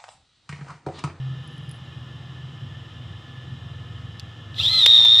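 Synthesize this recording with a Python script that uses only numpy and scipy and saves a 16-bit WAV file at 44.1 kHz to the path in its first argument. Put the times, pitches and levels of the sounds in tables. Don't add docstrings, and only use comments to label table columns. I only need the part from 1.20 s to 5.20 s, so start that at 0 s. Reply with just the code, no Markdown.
import sys
import numpy as np
from scipy import signal
from scipy.fft import rfft, irfft
from scipy.io import wavfile

SR = 44100
rng = np.random.default_rng(int(sys.argv[2]) if len(sys.argv) > 2 else 0)


def unload_audio(sound):
    columns = np.transpose(np.atleast_2d(sound))
    steps = np.round(np.clip(columns, -1, 1) * 32767)
    wavfile.write(sys.argv[1], SR, steps.astype(np.int16))


N = 176400
T = np.arange(N) / SR


def from_db(db):
    return 10 ** (np.asarray(db) / 20)


def unit_rms(x):
    return x / np.sqrt(np.mean(np.abs(x) ** 2) + 1e-20)


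def in_time(rows, t=T):
    times, *columns = np.transpose(rows)
    return [np.interp(t, times, column) for column in columns]


def coloured(x, spectrum):
    size = 2 * len(x)
    hz, db = np.transpose(spectrum)
    bin_hz = np.maximum(np.arange(len(x) + 1) * SR / size, 1)
    gain = from_db(np.interp(np.log(bin_hz), np.log(hz), db))
    cepstrum = irfft(np.log(gain))
    cepstrum[1:len(x)] *= 2
    cepstrum[len(x) + 1:] = 0
    return irfft(rfft(x, size) * np.exp(rfft(cepstrum)))[:len(x)]


def drift(hz):
    f = np.fft.fftfreq(N, 1 / SR)
    white = rng.standard_normal(N) + 1j * rng.standard_normal(N)
    return unit_rms(np.fft.ifft(white / (1 + (f / hz) ** 2)))


def widen(mid, side):
    # f/Hz, level/dB
    width = [(3500, -68), (5000, -26.5), (7000, 2), (9000, -3), (15000, -3)]
    return mid + coloured(side, width) * np.array([[1], [-1]])


def room_hiss():
    # f/Hz, relative level/dB
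    air_spectrum = [(120, -17.5), (200, -5.5), (275, 0), (390, -10.5), (600, -12), (900, -14), (1100, -10),
                    (1260, -11.5), (1400, -12), (1600, -19), (1760, -3), (1950, -20.5), (2130, -15),
                    (2330, -27), (2470, -13), (2600, -20.5), (2850, -7.5), (3100, -6.5), (3400, -12),
                    (3720, -21.5), (3890, -12.5), (4050, -24), (4400, -26.5), (5080, -25), (5210, -20.5),
                    (5330, -25.5), (5600, -26), (5800, -30), (7620, -34), (9300, -42.5), (15500, -56)]
    air = coloured(rng.standard_normal(N), air_spectrum)
    air = signal.sosfilt(signal.butter(2, 200, "high", fs=SR, output="sos"), air)
    reflections = sum(np.roll(air, int(delay_s * SR)) for delay_s in rng.uniform(0, .02, 6))
    return from_db(-48) * unit_rms(air + from_db(-15) * reflections)


def hum():
    # f/Hz, level/dB
    partials = [(300, -66), (500, -70), (700, -77.5), (802, -66.5), (1200, -73.5), (1270, -64.5),
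                (1733, -61.5), (3095, -66), (3472, -68), (3569, -64), (3881, -69)]
    out = 0
    for hz, db in partials:
        waver = 1 + .49 * drift(hz=2.3)
        out += from_db(db) * unit_rms((waver * np.exp(2j * np.pi * hz * T)).real)
    return out


def throb(hz, t, rise_s=.0073, lag_s=.0168):
    def ring(age, ring_hz):
        return (age / rise_s) ** 2 * np.exp(-age / rise_s) * np.sin(2 * np.pi * ring_hz * age)

    return ring(t, hz) + from_db(-10) * ring(np.maximum(t - lag_s, 0), .716 * hz)


def flutter(throbs_per_s=21.2, scatter_db=1.5, drone_hz=131.6, fade_s=.23, size=4096):
    # t/s, f/Hz, relative level/dB
    course = [(0.0, 126, -19.5), (0.33, 150, -44.5), (0.43, 133, -40), (0.92, 118, -41.5),
              (1.34, 142, -40.5), (1.44, 122, -36), (1.66, 120, -43.5), (1.7, 101, -46.5),
              (1.79, 124.5, -39), (1.89, 98.6, -40.5), (2.05, 123, -44), (2.31, 122, -38.5),
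              (2.64, 111.7, -41.5), (2.78, 111.2, -39), (3.23, 109, -44.5), (3.4, 103.6, -36),
              (3.73, 110.6, -48), (4.0, 105.8, -44)]
    # t/s, standard deviation/s
    jitter = [(1.3, 0.00059), (1.6, 0.0042), (2.05, 0.00015), (3.0, 0.00046), (3.15, 0.0064)]
    # f/Hz, relative level/dB
    rumble_spectrum = [(30, -41), (52, -29.5), (72, -2.5), (100, -2), (155, 6), (210, -14), (300, -26),
                       (500, -42), (1500, -67.5)]
    throbs = np.zeros(N + 2 * size)
    for beat_s in np.arange(0, N / SR, 1 / throbs_per_s):
        late, loud = rng.standard_normal(2)
        hz, _ = in_time(course, beat_s)
        onset_s = beat_s + late * in_time(jitter, beat_s)[0]
        start = int(np.clip(onset_s, 0, N / SR) * SR)
        throbs[start:start + size] += from_db(scatter_db * loud) * throb(hz, T[:size])
    rumble = from_db(-6) * unit_rms(coloured(rng.standard_normal(N), rumble_spectrum))
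    throbbing = from_db(in_time(course)[1] + 2) * (unit_rms(throbs[:N]) + rumble)
    throbbing = signal.sosfilt(signal.butter(4, 66, "high", fs=SR, output="sos"), throbbing)
    drone = from_db(-29) * unit_rms(np.sin(2 * np.pi * drone_hz * T))
    fade = np.exp(-(T / fade_s) ** 2)
    return (1 - fade) * throbbing + fade * drone


def handling_ticks(rub_centre_s=.42, rub_half_width_s=.17, scratch_decay_s=.004, size=2048):
    # t/s, relative level/dB
    slips = [(.24, -60), (0.276, -49), (.364, -62), (.38, -51), (.493, -44.5), (0.5132, -38)]
    # f/Hz, relative level/dB, time to fall 60 dB/s
    modes = [(5060, -7.5, 0.019), (10050, -4, .016), (9900, -7, .014), (10700, -13, .006)]
    t = T[:size]
    patches = from_db(-89 + 6.5 * unit_rms(drift(hz=20).real))
    rub_envelope = np.exp(-((T - rub_centre_s) / rub_half_width_s) ** 2)
    friction = patches * rub_envelope * rng.standard_normal(N)
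    impulse = t == 0
    for onset_s, db in slips:
        start = int(onset_s * SR)
        scratch = .069 * np.exp(-t / scratch_decay_s) * rng.standard_normal(size)
        friction[start:start + size] += from_db(db) * (impulse + scratch)
    ringing = sum(from_db(db - 60 * t / t60) * np.sin(2 * np.pi * hz * t) for hz, db, t60 in modes)
    return signal.fftconvolve(friction, ringing)[:N] + from_db(3) * friction


def clicks(attack_s=.00013, size=4096):
    # t/s, peak level/dB, decay time/s, lower band edge f/Hz, upper band edge f/Hz
    impacts = [(2.9965, -22.5, 0.0013, 3500, 11700), (3.001, -34, .002, 3000, 8000),
               (3.3434, -31.5, 0.0049, 2980, 4400), (3.6614, -1.5, 0.0021, 347, 15000),
               (3.664, -6, .002, 304, 5940), (3.80, -29.5, 0.0067, 660.5, 1150),
               (3.8504, -23, 0.0031, 6153, 14000), (3.85, -23.5, 0.0043, 680, 1064),
               (3.853, -22, 0.0023, 1780, 3020)]
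    # f/Hz, relative level/dB
    plastic_response = [(150, -22.5), (400, -5), (1400, -3.5), (1650, -3), (2700, 9), (4200, 3), (6000, -2),
                        (8000, -13), (15000, -15.5)]
    out, t = np.zeros((2, N + size)), T[:size]
    for onset_s, db, decay_s, low_hz, high_hz in impacts:
        start = int(onset_s * SR)
        band = signal.butter(2, [low_hz, high_hz], "band", fs=SR, output="sos")
        envelope = (1 - np.exp(-t / attack_s)) * np.exp(-t / decay_s)
        for mid_or_side in out:
            burst = envelope * rng.standard_normal(size)
            crack = signal.sosfilt(band, coloured(burst, plastic_response))
            mid_or_side[start:start + size] += from_db(db) * crack / np.abs(crack).max()
    return widen(*out[:, :N])


def gear_rattle(flicker_db=1.5):
    # t/s, level/dB
    strength = [(3.33, -66), (3.35, -47), (3.39, -30), (3.45, -25.5), (3.52, -26.5), (3.6, -24),
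                (3.75, -25), (3.88, -26.5), (4.0, -26.5)]
    # f/Hz, relative level/dB
    spectrum = [(200, -42.5), (380, -39), (560, -22.5), (720, -29.5), (950, -23), (1200, -34), (1400, -28),
                (1570, -42), (1800, -30.5), (2030, -30.5), (2300, -27), (2650, -19), (2900, -24.5),
                (3150, -9.5), (3400, -1.5), (3680, -5.5), (4100, -8.5), (4400, -23.5), (4750, -18),
                (5000, -23), (5520, -21), (6300, -31), (8000, -33.5), (8700, -41.5), (9100, -49.5),
                (9700, -38.5), (10900, -36), (12300, -46.5), (14500, -37.5), (15500, -45.5)]
    envelope = from_db(in_time(strength)[0])
    flicker = from_db(flicker_db * unit_rms(drift(hz=150).real))
    mid, side = [unit_rms(coloured(flicker * rng.standard_normal(N), spectrum)) for _ in range(2)]
    return widen(envelope * mid, envelope * side)


def gear_whine(teeth=32, speed_jitter=.0085, beat_depth=.66):
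    # t/s, f/Hz
    spin_up = [(3.345, 200), (3.38, 1837), (3.392, 2226), (3.41, 2705)]
    running = [(3.43, 3087), (3.462, 3568), (3.494, 3966), (3.534, 4156), (3.558, 4120), (3.592, 3994),
               (3.648, 3608), (3.66, 3560), (3.676, 3753), (3.806, 3685), (3.876, 3608), (3.926, 3687),
               (3.964, 3641), (3.992, 3729)]
    # t/s, relative level/dB
    drive = [(3.34, -60), (3.375, -26), (3.397, -14), (3.42, -17), (3.46, -14.5), (3.51, -18), (3.6, -11.5),
             (3.66, -12.5), (3.69, -10), (3.75, -9.5), (3.86, -12), (4.0, -10.5)]
    # multiple of the mesh rate, relative level/dB, noise sidebands as a share of the tone
    orders = [(.15625, -12, 0.41), (.3125, 0.5, 0.52), (.5, -2, 0.35), (1, 1, 0.14), (1.5, -4, 0.4),
              (2, -9.5, 0.74), (2.5, -15, 0.87)]
    # f/Hz, level/dB
    case_response = [(500, -37.5), (1100, -48.5), (1300, -23.5), (1570, -43), (1850, -33), (2080, -20.5),
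                     (2300, -46.5), (2700, -11.5), (2930, -18.5), (3130, -12), (3450, -4), (3680, -0.5),
                     (3950, -4.5), (4150, -4), (4400, -26), (4750, -16.5), (5000, -30), (5500, -26),
                     (6500, -40), (7300, -31), (8200, -24), (11000, -46)]
    mesh_hz, = in_time(list(spin_up) + list(running))
    mesh_hz *= 1 + speed_jitter * drift(hz=120).real
    phase = 2 * np.pi * np.cumsum(mesh_hz) / SR
    unevenness = unit_rms(sum(np.cos(k * phase / teeth + rng.uniform(0, 2 * np.pi)) for k in (1, 2)))
    tones = 0
    for multiple, db, smear in orders:
        roughness = unit_rms(drift(hz=343).real)
        beat = 1 + beat_depth * np.tanh(.88 * unevenness + .54 * roughness)
        sidebands = smear * drift(hz=55 * max(multiple, 1) ** 2)
        tone = ((beat + sidebands) * np.exp(1j * multiple * phase)).real
        tones += from_db(db) * unit_rms(tone)
    return coloured(from_db(in_time(drive)[0]) * tones, case_response)


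def scene():
    background = room_hiss() + hum() + flutter()
    return background + handling_ticks() + clicks() + gear_rattle() + gear_whine()


def record(dry, stopband_hz=16700):
    low_pass = signal.cheby2(14, 70, stopband_hz, fs=SR, output="sos")
    return signal.sosfilt(low_pass, np.clip(dry, -.95, .95))


dry = scene()
out = record(dry)
unload_audio(out)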